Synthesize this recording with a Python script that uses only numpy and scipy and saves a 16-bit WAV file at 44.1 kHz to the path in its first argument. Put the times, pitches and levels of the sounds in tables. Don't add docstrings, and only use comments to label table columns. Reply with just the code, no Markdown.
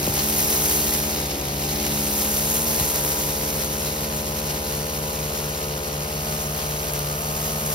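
import sys
import numpy as np
from scipy import signal
from scipy.fft import rfft, irfft, next_fast_len
from scipy.io import wavfile
from scipy.ndimage import uniform_filter1d

SR = 44100
rng = np.random.default_rng(int(sys.argv[2]) if len(sys.argv) > 2 else 0)


def volts(x):
    e = np.asarray(x, float) / 20
    return 10 ** e


def output_pcm(signal):
    pcm = np.clip(np.atleast_2d(signal).T, -1, 1) * 32767
    wavfile.write(sys.argv[1], SR, np.round(pcm).astype(np.int16))


N = 341334

# t/s, firing rate f/Hz
ENGINE_SPEED = [(0, 71.75), (.407, 75.88), (1.065, 75.38), (1.474, 70.3), (1.768, 74.87), (2.102, 73.08),
                (2.276, 73.51), (2.682, 78.38), (3.074, 74.59), (3.508, 75.7), (4.195, 75.89),
                (5.203, 75.22), (5.727, 74.19), (6.244, 76.11), (6.889, 74.64), (7.486, 77.08),
                (7.74, 76.23)]
# t/s, sag f/Hz
BOGS = [
    (1.207, 1.33),
    (2.843, 0.85),
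    (3.626, 0.77),
    (4.491, 1.45),
    (5.8, 1.13),
    (6.926, 1.9),
]
BOG_S, FLYWHEEL_S = 0.08, 0.14
# t/s, nearness, turn (both with spread 1)
MUFFLER_POSE = [(0, 1.4, -0.39), (.9, 1.6, 0.087), (1.5, 0.75, 0.26), (1.8, 1.74, -.1), (2.1, 1.2, 1.4),
                (2.4, .6, 1.5), (2.7, 1.2, 2.1), (3.3, 0.8, 1.8), (4.5, 0.47, 1.45), (5.0, 0.26, 1.5),
                (5.4, 0.07, 1.4), (6.0, -0.2, 0.54), (6.3, -0.5, -1.1), (6.7, -0.55, -0.52),
                (7.1, -1, -0.86), (7.5, -0.5, -1.3), (7.74, -1.3, -.8)]
# order (multiple of the firing rate), level/dB,
# dB per nearness, dB per turn
EXHAUST_ORDERS = [(1.0, -40, 0.9, -0.4), (2.0, -36.5, -1.3, -0.5), (3.0, -51.5, 2, -3),
                  (4.0, -46.5, 5.5, 0), (5.0, -44, 3, -0.5), (6.0, -43, -4.6, 2.94), (7.0, -42.5, -1, 2),
                  (8.0, -41, -0.5, 0.06), (9.0, -46.5, -2, -0.3), (10.0, -48.5, 2.5, -3),
                  (11.0, -46, 3, -0.05), (12.0, -54.5, -1, -4), (13.0, -53, 3, 4), (14.0, -48.5, -1.5, 0),
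                  (15.0, -84, -19, 24), (16.0, -59.5, -8, -6),
                  (16.8, -50, -2, -0.5), (17.9, -58, -0.5, 0.5), (18.72, -62.5, -4, 5), (19.33, -52, -7, 2.5),
                (20.9, -62.5, -8, 2), (22, -55.5, -8.5, 2)]
# f/Hz, level/dB per Hz
RUMBLE_COLOUR = [(40, -32), (70, -7), (100, -9), (180, -12), (300, -8), (500, -2), (800, 1.5), (1200, -4.5),
                 (2000, -15.5)]
# f/Hz, level/dB per Hz
RASP_COLOUR = [(900, -3.5), (1500, -8.5), (2000, 2), (2700, -2), (3600, 0), (5000, 1.5), (7000, -2),
               (12000, -44), (15500, -8)]
# f/Hz, level/dB per Hz
MUFFLER_COLOUR = [(1900, -20), (2400, -9), (2750, -5.5), (3100, -5), (3600, -35)]
GEAR = 2.856
# t/s, closeness as spray level/dB, disc tilt to listener/dB
SWEEP = [(0, -31, -3), (.3, -28, 4), (.43, -26, -3), (.6, -26, -4), (.75, -25, -3), (1.0, -29.5, 1.5),
         (1.36, -36, 1), (1.8, -32, 3.5), (2.25, -28, 5.5), (2.55, -28, 0), (3.0, -28, -4), (3.5, -31.5, 0),
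         (4.27, -34, 1), (5.2, -34, 0), (5.95, -36.5, -1), (6.4, -34, 1.5), (7.0, -34.5, -3),
         (7.74, -31.5, 2.5)]
# f/Hz, level/dB per Hz
SPRAY_COLOUR = [(2500, -5.5), (4500, -4.5), (6000, 0.5), (7500, 2.5), (9500, 1), (11500, 0), (13500, -0.5),
                (15500, -2.5)]
BRIGHTER_WHEN_CLOSE = 0.36
# f/Hz, level/dB per Hz
CHURN_COLOUR = [(110, -22), (190, -3), (280, -2), (420, -1), (750, -20)]
MEAN_SPRAY_DB, MEAN_SPEED_HZ = -32, 75
# level/dB at mean closeness, dB per dB of closeness, dB per Hz of speed,
# dB per nearness, dB per turn, dB per dB of tuft swell
LINE_TONE_DRIVE = (-40.5, 0.35, 0.9, 2, 0.1, -1.6)
LINE_OCTAVE_DRIVE = (-44.5, 0.5, 0.6, 1.6, -0.6, -0.6)
RASP_DRIVE = (-36.5, 0.03, -0.14, 2.34, -0.53, 2.14)
RUMBLE_DRIVE = (-37, 0.32, -0.1, -1.2, 0.04, 1.6)
CHURN_DRIVE = (-44.5, 0.15, -1.3, 2, 0.6, 3)
# order, level/dB
MOWER_ORDERS = [(2, -41), (3, -49.5), (4, -50), (5, -42), (6, -48.5), (7, -55), (8, -55)]
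# t/s, f/Hz over its governed rate
MOWER_WANDER = [(0, 0), (2, 0), (2.4, .16), (2.85, 0), (3.5, -.185), (3.8, 0), (4.3, -.035), (4.7, 0),
                (5.6, .08), (6.5, 0), (6.9, -.085), (7.3, 0), (7.74, .29)]
MOWER_HZ = 29.057
HUNT_HZ, HUNT_PERIOD_S, HUNT_TOP_S = 0.2, 2.051, 0.678
# t/s, peak level/dB, body below 6 kHz against the peak/dB
SNAPS = [(0.0672, -11, -13), (0.1401, -12, -17), (0.179, -11, -9), (0.2404, -11, -18), (0.2633, -13, -15),
         (0.3002, -12, -15), (0.384, -10, -15), (0.4489, -7, -21), (0.4768, -12, -17), (0.5048, -8, -19),
         (0.5506, -11, -18), (0.5786, -11, -17), (0.6245, -11, -17), (0.6614, -11, -15), (0.6983, -12, -14),
         (0.7726, -11, -14), (0.9388, -11, -15), (1.0335, -14, -16), (1.8662, -12, -16), (2.0078, -11, -16),
         (2.2204, -14, -12), (2.3645, -11, -18), (2.3925, -13, -16), (2.5666, -11, -19), (2.6748, -11, -18),
         (2.799, -8, -15), (2.9597, -11, -14), (3.049, -10, -14), (6.9356, -13, -18), (6.9925, -16, -18)]
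# t/s, peak level/dB, first pitch f/Hz, time to fall 60 dB/s
THUMPS = [
    (0.075, -16.5, 1260, 0.13),
    (0.395, -30, 300, 0.023),
    (.436, -24, 120, 0.08),
    (.875, -29, 130, .08),
    (.948, -30, 100, 0.092),
    (2.34, -40, 90, .1),
    (2.81, -20, 327, 0.092),
    (2.96, -33, 100, .08),
    (3.385, -35, 130, .1),
    (7.334, -28, 90, 0.09),
]
# t/s, swell level/dB
TUFTS = [(.19, 3.5), (.4, 2.5), (1.185, 2.5), (.82, 1.5), (.945, 1.5), (1.87, 2.5), (2.22, 2), (2.8, 3),
         (2.96, 2.5), (3.05, 1.5), (3.55, 0.5), (3.86, 0.5), (4.5, 2.5), (4.75, 1), (6.6, 2.5), (6.9, 2),
         (6.96, 2.5), (7.5, 0.5), (7.73, 2)]
BITE_S, CLEAR_S = 0.014, 0.018
# f/Hz, phase/rad
SIDE_TURN = [(0, 0), (100, -.07), (200, -.2), (500, -.75), (1600, -2.7), (1850, -4.3), (2800, -5.5),
             (3500, -5.2), (4900, -6.28), (6000, -4.55), (7000, -3.8), (8250, -3.14), (10000, -1.8),
             (12750, 0), (15800, 2.1), (22050, 5)]
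# f/Hz, level/dB
LEFT_OVER_RIGHT = [(100, 0), (300, 1), (900, 5), (1500, 5), (2200, -1), (3000, 2), (4500, 1.5), (6000, -.5),
                   (8000, 0)]
# f/Hz, level/dB against direct
SCATTER = [(600, -6), (1300, 1), (2500, -1.5), (4300, -4), (5500, -3), (8000, -22), (11000, -10.5),
           (16000, -49)]
# 0 sum or 1 difference, low f/Hz, high f/Hz, share of frames dropped
DROPPED_BANDS = [ (0, 6900, 7250, .4), (0, 7250, 7600, .6), (0, 7600, 8270, 1), (0, 8270, 8850, .97),
                 (1, 11750, 12400, .99), (1, 12400, 13750, .98), (1, 4750, 5150, .3), (1, 4400, 4750, .2),
                 (1, 4050, 4300, .12), (1, 3500, 3800, .12), (1, 2850, 3100, .14), (0, 2900, 3100, .03)]
TOP_HZ = 15800


def rms_one(x):
    return x / np.sqrt(np.mean(x ** 2) + 1e-20)


def in_time(rows):
    s, *columns = np.transpose(rows)
    return [np.interp(np.arange(N) / SR, s, c) for c in columns]


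def at_hz(points, hz):
    table_hz, db = np.transpose(points)
    return np.interp(np.log(hz + 1), np.log(table_hz), db)


def colour(x, spectrum):
    size = next_fast_len(N)
    gain = volts(at_hz(spectrum, np.fft.rfftfreq(size, 1 / SR)))
    return rms_one(irfft(rfft(x, size) * gain, size)[:, :N])


def drift(rate):
    r = np.exp(-80 * np.pi * rate / SR)
    noise = rng.standard_normal(N // 40 + 2002)
    slow = signal.lfilter([1], [1, -2 * r, r * r], noise)[2000:]
    return np.interp(np.arange(N) / 40, np.arange(len(slow)), rms_one(slow))


def turns(hz):
    return 2 * np.pi * np.cumsum(hz) / SR


def tone(phase, db, wobble_db, wobble_rad):
    strength = np.sqrt(2) * volts(db + wobble_db * drift(7.1))
    return strength * np.cos(phase + wobble_rad * drift(14.3))


def beat(phase, depth_db):
    return volts(depth_db * np.cos(phase))


def grains(per_s, spread_db, low_hz, high_hz, cycles):
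    sizes = volts(spread_db * np.minimum(rng.exponential(1, N), 4.5)) * (rng.random(N) < per_s / SR)
    clicks = sizes * rng.choice([-1, 1], (2, N)) + 1e-18
    dealt, out = rng.integers(0, 9, N), 0
    for k, hz in enumerate(np.geomspace(low_hz, high_hz, 9)):
        r = volts(-60 * hz / (cycles * SR))
        resonance = [1, -2 * r * np.cos(2 * np.pi * hz / SR), r * r]
        ring = signal.lfilter([1, 0, -1], resonance, clicks * (dealt == k))
        out = out + rms_one(ring) * np.sqrt(hz)
    return rms_one(out)


def speed():
    hz = uniform_filter1d(in_time(ENGINE_SPEED)[0], size=round(FLYWHEEL_S * SR), mode="nearest")
    for s, sag_hz in BOGS:
        since = np.maximum(np.arange(N) / SR - s, 0) / BOG_S
        hz = hz - sag_hz * since * np.exp(1 - since)
    return hz


def exhaust(firing, nearness, turn):
    uneven, out = firing + 0.006 * drift(25), 0
    for order, db, near_db, turn_db in EXHAUST_ORDERS:
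        shift = 2.1 * order - 9 + 12.4 * np.exp(-order / 2.2) + np.pi * (order in (3, 5))
        level_db = db + near_db * nearness + turn_db * turn
        wobble_db, wobble_rad = 0.5 + 0.06 * order, 0.013 * order
        out = out + tone(order * uneven + shift, level_db, wobble_db, wobble_rad)
    return out


def rumble(firing, level_db):
    puffs = beat(firing, depth_db=3.0) * volts(0.5 * drift(9.7))
    return volts(level_db) * colour(rng.standard_normal((2, N)) * puffs, RUMBLE_COLOUR)


def rasp(firing, passes, level_db, clumps):
    gate = beat(firing, depth_db=1.0) * beat(2 * firing, depth_db=0.9) * beat(passes, depth_db=1.0)
    rattle = grains(1500, spread_db=2.5, low_hz=1220, high_hz=6800, cycles=11.4)
    rough = rng.standard_normal((2, N)) + 0.4 * rattle
    lumps = volts(0.8 * clumps + 1.2 * drift(65))
    return volts(level_db + 1.1) * colour(rough * gate * lumps, RASP_COLOUR)


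def ground_echo(x, nearness):
    lag = SR * (0.00071 + 0.00002 * nearness + 0.00002 * drift(2.5))
    t = np.arange(N)
    return x + 0.18 * np.array([np.interp(t - lag, t, row) for row in x])


def muffler_ring(firing, nearness, turn):
    puffs = rng.standard_normal((2, N)) * beat(firing, depth_db=-3.0)
    knocks = 2.0 * rms_one(volts(9000 * (np.cos(firing) - 1)))
    return volts(-44 - 1.9 * nearness + 0.3 * turn) * colour(puffs + knocks, MUFFLER_COLOUR)


def line_tone(passes, tone_db, octave_db):
    main = tone(passes, tone_db, 0.87, 0.051)
    octave = tone(2 * passes, octave_db, 1.7, 0.48)
    half = tone(passes / 2, tone_db - 21, 2.5, 0.17)
    third = tone(3 * passes, octave_db - 7, 3.0, 0.44)
    return main + octave + half + third


def spray(firing, passes, level_db, clumps):
    gate = beat(passes, depth_db=1.5) * beat(passes / 2, depth_db=0.6) * beat(firing, depth_db=0.6)
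    per_s = 1200 * volts(2.3 * clumps)
    fine = grains(per_s, spread_db=2.0, low_hz=4000, high_hz=15600, cycles=6.9)
    crackle = rng.standard_normal((2, N)) + 0.51 * fine
    hiss = colour(crackle * gate * volts(0.5 * clumps + 0.45 * drift(75)), SPRAY_COLOUR)
    treble = hiss - uniform_filter1d(hiss, size=3)
    extra = volts(BRIGHTER_WHEN_CLOSE * (level_db - MEAN_SPRAY_DB)) - 1
    return volts(level_db + 4.5) * (hiss + extra * treble)


def churn(level_db):
    return volts(level_db + 1.3 * drift(6.9)) * colour(rng.standard_normal((1, N)), CHURN_COLOUR)[0]


def mower():
    hunt_hz = HUNT_HZ * np.cos(2 * np.pi * (np.arange(N) / SR - HUNT_TOP_S) / HUNT_PERIOD_S)
    firing = turns(MOWER_HZ + hunt_hz + in_time(MOWER_WANDER)[0]) + 0.15
    return sum(tone(order * firing - 1.7, db, 0.89, 0.04) for order, db in MOWER_ORDERS)


def snaps():
    out, t = np.zeros(N + 200), np.arange(200) / SR
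    bright = signal.butter(2, 6500, "high", fs=SR, output="sos")
    body = signal.butter(2, [1500, 6500], "band", fs=SR, output="sos")
    for s, db, body_db in SNAPS:
        crack = rng.standard_normal(200) * np.exp(-t / 0.00055)
        top, low = signal.sosfilt(bright, crack), signal.sosfilt(body, crack)
        both = top / abs(top).max() + volts(body_db + 4) * low / abs(low).max()
        at = round(s * SR)
        out[at:at + 200] += volts(db + 6) * both
    return out[:N]


def thumps():
    out, t = np.zeros(N + 8000), np.arange(8000) / SR
    for s, db, hz, t60 in THUMPS:
        pitch = 40 + (hz - 40) / (1 + t / 0.0013)
        onset = 1 - np.exp(-t / 0.00016)
        at = round(s * SR)
        out[at:at + 8000] += volts(db - 60 * t / t60) * np.sin(turns(pitch)) * onset
    return out[:N]


def tufts():
    coarse = np.arange(0, N, 32)
    s, db = np.transpose(TUFTS)
    since = coarse[:, None] / SR - s
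    swell = np.exp(np.minimum(since / BITE_S, -since / CLEAR_S)) @ db
    return np.interp(np.arange(N), coarse, swell)


def ports(point, wide):
    size = next_fast_len(N + 4096)
    hz = np.fft.rfftfreq(size, 1 / SR)
    side = np.array([[-1], [1]])
    wet = volts(at_hz(SCATTER, hz)) * np.minimum(hz / 600, 1) ** 1.5
    shared, apart = rfft(wide, size)
    heard = rfft(point, size) + (shared + side * wet * apart) / np.sqrt(1 + wet ** 2)
    turn = np.exp(0.5j * side * np.interp(hz, *np.transpose(SIDE_TURN)))
    balance = volts(-side * at_hz(LEFT_OVER_RIGHT, hz) / 2)
    return irfft(heard * turn * balance, size)[:, :N]


def scene():
    speed_hz = speed()
    firing = turns(speed_hz) - 0.475
    passes, clumps = GEAR * firing + 0.1, drift(18)
    spray_db, tilt_db = in_time(SWEEP)
    nearness, turn = in_time(MUFFLER_POSE)
    swell_db = tufts()
    controls = np.array([np.ones(N), spray_db - MEAN_SPRAY_DB, speed_hz - MEAN_SPEED_HZ,
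                         nearness, turn, swell_db])
    drives = np.array([LINE_TONE_DRIVE, LINE_OCTAVE_DRIVE, RASP_DRIVE, RUMBLE_DRIVE, CHURN_DRIVE])
    tone_db, octave_db, rasp_db, rumble_db, churn_db = drives @ controls

    point = exhaust(firing, nearness, turn)
    point = point + line_tone(passes, tone_db + tilt_db, octave_db - 0.33 * tilt_db)
    point = point + churn(churn_db) + mower() + snaps() + thumps()
    wide = rumble(firing, rumble_db)
    wide = wide + ground_echo(rasp(firing, passes, rasp_db, clumps), nearness)
    wide = wide + muffler_ring(firing, nearness, turn)
    wide = wide + spray(firing, passes, spray_db + 0.5 * swell_db, clumps)
    return ports(point, wide)


def band_limit(x):
    return signal.sosfilt(signal.butter(12, 16340, fs=SR, output="sos"), x)


def record(dry):
    bass_cut = signal.butter(3, 36, "high", fs=SR, output="sos")
    left, right = signal.sosfilt(bass_cut, 0.8 * np.tanh(dry / 0.8))
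    hz, _, frames = signal.stft([left + right, left - right], SR, nperseg=2048, noverlap=1536)
    frames[:, hz > TOP_HZ] = 0
    power = np.abs(frames) ** 2
    nearby = uniform_filter1d(power.sum(axis=0), size=24, axis=0)
    masked = uniform_filter1d(power, size=3, axis=1) < 0.12 * nearby
    frames[masked & ((hz > 1300) & (hz < 6900))[:, None]] = 0
    count = frames.shape[2]
    chance = np.repeat(rng.random(count), 2)[:count]
    for which, low_hz, high_hz, share in DROPPED_BANDS:
        band = (hz >= low_hz) & (hz < high_hz)
        frames[which, band] *= np.roll(chance, which * low_hz) > share
    mid, side = signal.istft(frames, SR, nperseg=2048, noverlap=1536)[1][:, :N] / 2
    return band_limit(np.array([mid + side, mid - side]))


dry = scene()
out = record(dry)
output_pcm(out)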